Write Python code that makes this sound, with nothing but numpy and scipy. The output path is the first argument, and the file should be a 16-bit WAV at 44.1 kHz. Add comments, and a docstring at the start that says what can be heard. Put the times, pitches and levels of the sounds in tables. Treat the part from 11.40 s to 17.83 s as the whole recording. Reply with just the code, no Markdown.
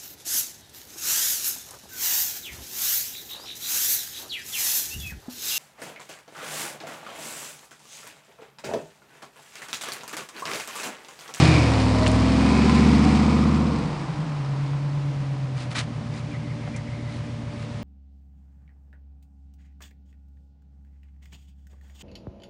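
"""An open V8 exhaust booms and rasps as a pickup pulls away down a concrete drive, lifts off and lopes at idle.
The note is built from orders of the engine cycle, weighted by a booming pipe; some high orders flare up.
Noise puffed at each firing gives rasp, tinny ring, burble, howl and engine bay hiss.
Near the microphone come scuffs and ticks of shaped noise, with faint wavering tones for twitters.
A steady outdoor hiss of coloured noise and a thin sine hum lie underneath."""
import sys
import numpy as np
from scipy import signal
from scipy.fft import rfft, irfft
from scipy.io import wavfile
from scipy.ndimage import uniform_filter1d

SR = 44100
rng = np.random.default_rng(int(sys.argv[2]) if len(sys.argv) > 2 else 0)


def wav_record(signal):
    """Record a signal, one row per channel, as 16-bit PCM in the file named by sys.argv[1]."""
    frames = np.transpose(np.atleast_2d(signal))
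    bounded = np.clip(frames, -1, 1)
    # unit amplitude maps onto the largest positive 16-bit level
    quanta = np.round(bounded * 32767).astype(np.int16)
    wavfile.write(sys.argv[1], SR, quanta)


N = 283563
TIME = np.arange(N) / SR

# In every colour table the levels are relative: the filtered noise is brought to rms 1.

# Engine speed. Each row: time in seconds, speed in cycles per second (eight firings to a cycle).
ENGINE_SPEED = [(0.0, 16.3), (0.1, 15.86), (0.27, 14.32), (0.42, 13.54), (0.6, 13.37), (0.8, 13.47),
                (1.0, 13.95), (1.25, 14.66), (1.7, 15.08), (2.22, 15.24), (2.42, 14.38), (2.62, 12.82),
                (2.76, 11.32), (2.87, 9.42), (2.94, 9.12), (3.02, 8.57), (3.15, 8.65), (3.55, 8.89),
                (3.8, 8.6), (4.05, 8.33), (4.45, 7.23), (4.75, 7.15), (5.1, 7.38), (5.38, 7.13),
                (5.6, 7.36), (5.9, 7.31), (6.43, 7.12)]
# A blip, a steady pull, then the foot comes off. 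Each row: time in seconds, throttle from 0 to 1.
THROTTLE = [(0, 0.98), (.13, 0.77), (.28, 0.63), (.48, 0.57), (.8, 0.6), (1.35, 0.8), (1.8, 0.76),
            (2.2, 0.58), (2.55, 0.45), (2.85, 0.28), (3.9, 0)]
# The engine goes from pulling to coasting. Each row: time in seconds, load from 0 to 1.
ENGINE_LOAD = [(2.25, 1), (2.7, 0)]
# The truck swings away. Each row: time in seconds, share heard from behind.
SHARE_BEHIND = [(.75, 0), (1.3, 1)]
# The truck turns onto the road. Each row: time in seconds, share of the turn.
ONTO_ROAD = [(5.2, 0), (5.7, 1)]
CRANK_START = .27  # where the engine stands in its cycle at the start, in cycles
KERB_M, DRIVE_M_S = 3.39, 3.15  # distance at the start; speed down the drive

# Gain on the summed exhaust orders. Each row: time in seconds, gain in dB.
EXHAUST_GAIN = [(0, -32), (.15, -34), (.35, -38.5), (.65, -39), (1, -33), (1.5, -29), (2.2, -32),
                (2.45, -41), (2.56, -51), (2.68, -56), (2.77, -56), (2.84, -58), (2.88, -63.5),
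                (3.05, -57.5), (3.95, -57.5), (4.45, -53.3), (5.7, -52.8), (6.43, -55)]
# Which bank fires at each of the eight firings of a cycle, 0 or 1.
FIRING_BANK = np.array([0, 1, 1, 0, 1, 0, 0, 1])
# Uneven banks favour some orders.
# Each row: order as a multiple of the cycle rate, relative level in dB when pulling, the same when coasting.
ORDER_LEVELS = [(3, 13.0, 28.0), (4, -22.0, 3.0), (5, -1.3, 11.0), (6, -16.0, -11.0), (7, -2.0, -8.0),
                (8, 7.0, 8.5), (9, -13.5, -4.0), (10, -10.5, -6.5), (11, -19.5, 6.0), (12, -22.0, -5.0),
                (13, -13.5, 1.0), (14, -12.0, -4.5), (15, -9.5, -7.0), (16, 4.0, 11.5), (17, -3.0, -8.0),
                (18, -1.5, -9.0), (19, 16.0, -16.5), (20, 8.0, -13.0), (21, 13.0, -10.0), (22, 6.5, -14.5),
                (23, 6.5, -22.5), (24, -0.5, -11.0), (25, 7.0, -14.0), (26, 0.0, -15.5), (27, 1.0, -12.0),
                (28, -5.0, -13.5), (29, -1.0, 5.5), (30, 1.0, 0.5), (31, 1.0, 8.0), (32, -3.0, 20.0),
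                (33, -0.0, 8.0), (34, -1.0, 10.0), (35, 2.0, 15.5), (36, 1.5, 9.0), (37, 2.5, 7.0),
                (38, 9.0, 3.5), (39, 3.0, 5.0), (40, 8.0, 9.5), (41, 0.0, 5.5), (51, 0.0, 13.0)]
# The orders while the revs drop with the throttle shut.
# Each row: order as a multiple of the cycle rate, relative level in dB.
RUNDOWN_LEVELS = [(3, 24), (4, 6), (5, 10), (6, 1), (7, -4), (8, 5), (9, -10), (10, -4), (11, 5), (12, -6),
                  (13, 1), (17, 2), (19, 12), (22, 8), (25, 0)]
# Pipe under load from beside the truck. Each row: frequency in Hz, response in dB.
PIPE_BESIDE = [(50.0, -27.5), (66.0, 18.5), (80.0, 18.0), (92.0, 8.5), (110.0, 10.5), (128.0, 7.5),
               (145.0, 20.0), (160.0, 27.0), (185.0, 21.0), (220.0, 2.5), (260.0, -0.0), (290.0, -11.0),
               (330.0, -5.0), (400.0, -9.5), (500.0, -7.0), (620.0, -42.0)]
# Pipe under load from behind the truck. 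Each row: frequency in Hz, response in dB.
PIPE_BEHIND = [(50.0, -31.5), (74.0, 11.0), (90.0, 3.0), (110.0, -18.0), (128.0, 0.0), (152.0, 19.5),
               (175.0, 18.0), (212.0, 22.0), (243.0, 4.5), (265.0, -4.0), (290.0, -18.0), (340.0, -12.5),
               (420.0, -19.5), (480.0, -9.5), (620.0, -39.5)]
# Pipe when coasting. Each row: frequency in Hz, response in dB.
PIPE_COASTING = [(25.0, -53.5), (45.0, 0.5), (70.0, -4.5), (95.0, 4.5), (115.0, 8.0), (135.0, 22.5),
                 (150.0, 29.0), (175.0, 15.0), (215.0, -2.0), (260.0, -14.5), (295.0, -0.5), (330.0, -9.5),
                 (380.0, -19.0), (500.0, -8.0)]
# Shift of the coasting note once on the road. Each row: frequency in Hz, change in dB.
ROAD_SHIFT = [(60, 0), (95, 6), (118, 0), (150, -3), (175, -4), (215, 1), (260, 0), (295, -2), (340, -3),
              (370, 0)]
BURN_SCATTER = .06  # unevenness of the burns at order 20: share in level, radians in phase
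LOPE_LOW, LOPE_UPPER = .34, .6  # depth of the idle surge in the low and upper orders, as shares
UPPER_LAG = .57  # cycles by which the upper orders answer the low surge
DRIFT_DB = .7  # how far each order wanders in level

# Rasp from beside the truck. Each row: frequency in Hz, density in dB per Hz.
RASP_BESIDE = [(200, -14), (330, 3), (400, -4), (500, 1.5), (570, -2), (640, 1), (760, 1.5), (870, -5),
               (1000, 0.5), (1200, -5), (1550, -13.5), (2200, -18.5), (5000, -33)]
# Rasp from behind the truck. Each row: frequency in Hz, density in dB per Hz.
RASP_BEHIND = [(200, -17.5), (350, -3), (420, -1.5), (490, -2.5), (570, -3.5), (680, 0.5), (760, 2),
               (870, 0.5), (1020, 1.5), (1130, -2.5), (1280, -2), (1500, -8.5), (2200, -19), (5000, -45.5)]
# Engine bay hiss. Each row: frequency in Hz, density in dB per Hz.
BAY_COLOUR = [(900, -7), (1600, -8.5), (1950, -4), (2400, -6.5), (2800, -7.5), (3300, -10), (4000, -9),
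              (5000, -9.5), (6200, -17.5), (8000, -19), (10000, -28)]
# Level at the kerb with the throttle shut, and the rise at full throttle.
RASP_DB, RASP_RISE_DB = -34.5, 13.5
BAY_DB, BAY_RISE_DB = -47, 24.5
# The tailpipe's tinny ring. Each row: time in seconds, level in dB.
RING_LEVEL = [(0, -32), (.15, -26.5), (.3, -37.5), (.5, -48), (.85, -46), (1.15, -36), (1.6, -39),
              (2.1, -45), (2.6, -60.5), (6.43, -77.5)]
# Colour of that ring. Each row: frequency in Hz, density in dB per Hz.
RING_COLOUR = [(1900, -34), (2200, 3.5), (2350, 4), (2520, 4), (2800, -31.5), (5000, -58)]
# Burble inside the pipe, before the idle lope. Each row: time in seconds, level in dB.
BURBLE_LEVEL = [(0, -27), (.15, -28), (.45, -46), (2.1, -45), (2.4, -41), (2.85, -39), (3.3, -48), (4, -48),
                (6.43, -55)]
# Colour of the burble. Each row: frequency in Hz, density in dB per Hz.
BURBLE_COLOUR = [(45, -24), (80, -13), (118, -12), (148, -4), (180, -5.5), (220, -1), (255, -1), (293, 7),
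                 (330, -12.5), (400, -21), (480, -12), (600, -28), (2000, -63)]
# A hollow pipe resonance heard from straight behind. Each row: time in seconds, level in dB.
HOWL_LEVEL = [(1.4, -53), (1.9, -33), (2.35, -35), (2.65, -45), (3, -62), (6.43, -56)]
# Colour of that howl. Each row: frequency in Hz, density in dB per Hz.
HOWL_COLOUR = [(420, -29), (465, 1), (520, -4.5), (580, -22), (900, -18.5), (1020, -8.5), (1230, -11),
               (1500, -31), (5000, -70)]
# Orders that flare up as reflections shift.
# Each row: start in seconds, length in seconds, peak level in dB, order as a multiple of the cycle rate.
FLARES = [(.04, .2, -24, 20), (.2, .25, -34, 50), (.45, .36, -33, 37), (.52, .28, -29, 47),
          (.76, .24, -32, 48), (.92, .45, -30, 27), (.98, .28, -33, 71), (1.1, .5, -32, 26),
          (1.26, .14, -31, 69), (1.26, .14, -33, 53), (1.42, .4, -25, 19), (1.6, .23, -30.5, 50),
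          (1.86, .17, -33, 67), (2.22, .25, -34, 23), (2.45, .25, -40, 26)]
FLARE_BLUR, FLARE_FLUTTER_DB = .012, 2.5  # phase wobble in radians per order; level flutter

# Scuffs close by. Each row: start in seconds, length in seconds, peak level in dB.
SCUFFS = [(4.145, 0.13, -40.5), (4.303, 0.039, -37.5), (4.343, 0.077, -26), (4.39, 0.064, -42),
          (4.716, 0.11, -44), (5.66, 0.18, -47.5), (6.17, 0.1, -48)]
# Colour of the scuffs. Each row: frequency in Hz, density in dB per Hz.
SCUFF_COLOUR = [(250, -14), (650, -0.5), (900, -2.5), (1010, 6.5), (1120, -4), (1230, 7.5), (1450, 0),
                (2300, 2.5), (3200, -3), (4200, -1), (5600, -8), (8000, -12), (10000, -17)]
# Small ticks. Each row: start in seconds, level in dB, centre in Hz, decay in seconds.
TICKS = [(.664, -18, 1700, .004), (.666, -23, 850, .008), (.670, -22, 2700, .003), (.678, -22, 4700, .0015),
         (.681, -33, 7800, .004), (.714, -34, 6800, .006), (4.352, -27, 1600, .008),
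         (4.39, -25, 3500, .004), (5.276, -34.5, 680, 0.008), (5.362, -40, 5900, 0.0082)]
# Faint twitters. Each row: start in seconds, length in seconds, peak level in dB, pitch in Hz.
TWITTERS = [(4.78, .06, -51, 2290), (4.9, .045, -48, 2300), (4.935, .04, -42.5, 2110),
            (5.03, .13, -47.5, 2090), (5.195, .06, -48, 2280), (5.18, .12, -48.5, 2090),
            (5.332, .04, -43.5, 2250), (5.32, .11, -46.5, 2040), (5.44, .21, -47, 2090),
            (5.63, .12, -46.5, 2040), (3.8, 0.11, -56, 1180), (5.157, 0.078, -50, 1180)]
# Outdoor hiss. Each row: frequency in Hz, density in dB per Hz.
AIR_COLOUR = [(45, -2.5), (200, 7), (330, -8), (380, -0.5), (420, -8), (470, -2), (540, -6), (700, -10.5),
              (950, -20.5), (1150, -25.5), (1600, -11.5), (2100, -11.5), (2500, -13.5), (5000, -19.5),
              (10000, -33)]
# Thin hum. Each row: time in seconds, rms level in dB.
HUM_LEVEL = [(0, -64), (3, -52), (4.5, -50), (6.43, -47)]
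HUM_HZ = 584
TOP_HZ = 10100  # where the steep low-pass begins to cut


def exhaust(hz, turn, behind, far_bank=0.94):
    """The two banks fire unevenly, so many multiples of the cycle rate sound; the pipe favours some."""
    load, turned = curve(ENGINE_LOAD), curve(ONTO_ROAD)
    # while the revs drop with the throttle shut, one order after another slides through the pipe's boom
    settled = np.interp(hz, [9.3, 9.9], [1, 0])
    # one bank's pulses take the longer way to the tailpipe
    firing = np.arange(8) / 8 + .052 * FIRING_BANK
    strength = np.where(FIRING_BANK, far_bank, 1)
    low, upper = 0, 0
    for order, pulling_db, coasting_db in ORDER_LEVELS:
        f = order * hz
        pipe_db = (1 - behind) * response_db(PIPE_BESIDE, f) + behind * response_db(PIPE_BEHIND, f)
        loaded = pulling_db + pipe_db
        falling_db = np.interp(order, *np.transpose(RUNDOWN_LEVELS))
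        coasting = settled * coasting_db + (1 - settled) * falling_db
        coasting = coasting + response_db(PIPE_COASTING, f) + turned * response_db(ROAD_SHIFT, f)
        # reflections shift as the truck moves: a random drift in each order's level
        db = load * loaded + (1 - load) * coasting + DRIFT_DB * walk(3.11)
        lead = np.angle(np.sum(strength * np.exp(-2j * np.pi * order * firing)))
        lead = lead + load * ringing(PIPE_BEHIND, f) + (1 - load) * ringing(PIPE_COASTING, f)
        # no two burns are alike, which blurs the high orders most
        blur = BURN_SCATTER * order / 20
        level = undb(db) * (1 + blur * walk(17))
        tone = level * np.cos(2 * np.pi * order * turn + lead + blur * walk(14))
        if order < 26:
            low = low + tone
        else:
            upper = upper + tone
    # near idle a low surge on every cycle is answered by the upper orders
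    low = low * lope(hz, turn, LOPE_LOW)
    upper = upper * lope(hz, turn, LOPE_UPPER, UPPER_LAG)
    return (low + upper) * undb(curve(EXHAUST_GAIN))


def ringing(points, hz):
    """Minimum phase (radians) of a pipe with this (Hz, dB) response: it rings on after each pulse."""
    grid = np.arange(2049)  # Hz
    cepstrum = irfft(np.log(undb(response_db(points, grid))))
    # keeping only the causal half gives the phase that belongs to the gain
    phase = 2 * rfft(cepstrum[:len(grid)], len(cepstrum)).imag
    return np.interp(hz, grid, phase)


def lope(hz, turn, depth, lag=0):
    """Near idle the engine surges once in every cycle; lag is a share of the cycle."""
    slow = np.interp(hz, [7.4, 9, 12], [1, .25, 0])
    return 1 + depth * slow * np.cos(2 * np.pi * (turn - 1 / 4 - lag))


def rasp(turn, throttle, behind):
    """Gas jets out of the tailpipe at each firing, coloured by the side it is heard from."""
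    jet = puffs(turn, depth=1.0, scatter_db=2.5, repeat=2.2)
    heard = (1 - behind) * colour(jet, RASP_BESIDE) + behind * colour(jet, RASP_BEHIND)
    return heard * driven_gain(throttle, RASP_DB, RASP_RISE_DB)


def tailpipe_ring(turn):
    """The firing puffs set off a narrow, tinny ring in the tailpipe."""
    puffed = puffs(turn, depth=1.5, scatter_db=1.5, repeat=1.8)
    return colour(puffed, RING_COLOUR) * undb(curve(RING_LEVEL))


def burble(hz, turn):
    """Low gas noise tumbles inside the pipe and surges with the upper orders near idle."""
    puffed = puffs(turn, depth=1.1, scatter_db=-1.0, repeat=0.31)
    level = undb(curve(BURBLE_LEVEL)) * lope(hz, turn, LOPE_UPPER, UPPER_LAG)
    return colour(puffed, BURBLE_COLOUR) * level


def howl(turn):
    """The firing puffs excite a hollow resonance of the pipe."""
    puffed = puffs(turn, depth=0.68, scatter_db=0.0, repeat=1.7)
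    return colour(puffed, HOWL_COLOUR) * undb(curve(HOWL_LEVEL))


def bay_hiss(turn, throttle):
    """Bright engine bay noise swells at each firing and rises with the throttle."""
    puffed = puffs(turn, depth=.7, scatter_db=3.5, repeat=.6)
    return colour(puffed, BAY_COLOUR) * driven_gain(throttle, BAY_DB, BAY_RISE_DB)


def driven_gain(throttle, db, rise_db):
    """Gain that rises with the throttle and falls with distance down the drive."""
    spread = KERB_M / np.hypot(KERB_M, DRIVE_M_S * TIME)
    return spread * undb(db + rise_db * throttle)


def puffs(turn, depth, scatter_db, repeat):
    """Noise swells at each firing; a part that repeats every cycle and slowly changes joins fresh noise."""
    count = 8 * turn
    size = undb(scatter_db * rng.standard_normal(size=2000))[count.astype(int)]
    gate = 1 + depth * size * np.exp(-(count % 1) / 0.73)  # decay in firing intervals
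    # four fixed noise cycles, in a slowly changing blend
    cycles = rng.standard_normal((4, 2048))
    blend = np.array([walk(4) for _ in cycles])
    place = (turn % 1 * cycles.shape[1]).astype(int)
    alike = np.sum(blend * cycles[:, place], axis=0) / np.linalg.norm(blend, axis=0)
    return gate * (repeat * alike + rng.standard_normal(N))


def flares(turn):
    """Single orders rise for a moment, gliding with the engine; the highest are the roughest."""
    out = 0
    for s, length, db, order in FLARES:
        blur = FLARE_BLUR * order * walk(70)
        out = out + swells([(s, length, db)]) * np.cos(2 * np.pi * order * turn + blur)
    return out * undb(FLARE_FLUTTER_DB * walk(60))


def scuffs():
    """Short rubs that swell and stop, their noise made gritty by a fast level flutter."""
    grit = rng.standard_normal(N) * undb(2.0 * walk(700))
    return swells(SCUFFS) * colour(grit, SCUFF_COLOUR)


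def ticks():
    """Dry ticks, each a quickly dying band of noise."""
    out = 0
    for s, db, hz, decay in TICKS:
        band = colour(rng.standard_normal(N), [(hz / 3, -18), (hz, 0), (hz * 2, -8), (hz * 10, -50)])
        out = out + undb(db) * band * (TIME >= s) * np.exp(-abs(TIME - s) / decay)
    return out


def twitters(waver_hz=85, flutter_db=2.5):
    """Faint squeaky notes that waver quickly in pitch and level."""
    out = 0
    for s, length, db, hz in TWITTERS:
        phase = 2 * np.pi * np.cumsum(hz + waver_hz * walk(400)) / SR
        out = out + swells([(s, length, db)]) * np.sin(phase)
    return out * undb(flutter_db * walk(70))


def background(air_db=-41.5):
    """Near-steady outdoor hiss of coloured noise, and a thin sine hum with a slight phase wander."""
    air = colour(rng.standard_normal(N), AIR_COLOUR) * undb(air_db + .5 * walk(24))
    hum_wave = np.sqrt(2) * np.sin(2 * np.pi * HUM_HZ * TIME + .15 * walk(2.2))
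    return air + undb(curve(HUM_LEVEL)) * hum_wave


def undb(db):
    """Decibels to gain."""
    return 10 ** (np.asarray(db) / 20)


def curve(rows):
    """A (seconds, value) table joined by straight lines in time."""
    return np.interp(TIME, *np.transpose(rows))


def response_db(points, hz):
    """Level of a (Hz, dB) spectrum at the given frequencies, joined along log frequency."""
    f, db = np.transpose(points)
    return np.interp(np.log(hz + 1e-9), np.log(f), db)


def colour(x, points):
    """Filter by a spectrum that falls away below its first point; rms 1."""
    hz = np.arange(N + 1) * SR / (2 * N)
    low_cut = np.minimum(hz / points[0][0], 1) ** 2
    y = irfft(rfft(x, 2 * N) * undb(response_db(points, hz)) * low_cut)[:N]
    return y / y.std()


def walk(rate):
    """Random levels held 1 / rate s and slewed twice; spread near 1."""
    k = int(SR / rate)
    steps = np.repeat(rng.standard_normal(N // k + 1), k)
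    smooth = uniform_filter1d(uniform_filter1d(steps, k), k)
    return (smooth / np.sqrt(1 / 2))[:N]


def swells(rows):
    """A rounded rise and fall for each (start s, length s, dB) row."""
    return sum(undb(db) * np.sin(np.pi * np.clip((TIME - s) / length, 0, 1)) for s, length, db in rows)


def scene():
    """One engine cycle drives the exhaust note, the gas noises and the flares together."""
    hz, throttle, behind = curve(ENGINE_SPEED), curve(THROTTLE), curve(SHARE_BEHIND)
    turn = CRANK_START + np.cumsum(hz) / SR  # cycles turned so far
    gas = rasp(turn, throttle, behind) + tailpipe_ring(turn) + burble(hz, turn)
    gas = gas + howl(turn) + bay_hiss(turn, throttle)
    truck = exhaust(hz, turn, behind) + gas + flares(turn)
    return (truck + scuffs() + ticks() + twitters() + background())[None]


def record(dry):
    """A steep elliptic low-pass cuts the top octave."""
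    return signal.sosfilt(signal.ellip(12, .2, 80, TOP_HZ, fs=SR, output="sos"), dry)


dry = scene()
out = record(dry)
wav_record(out)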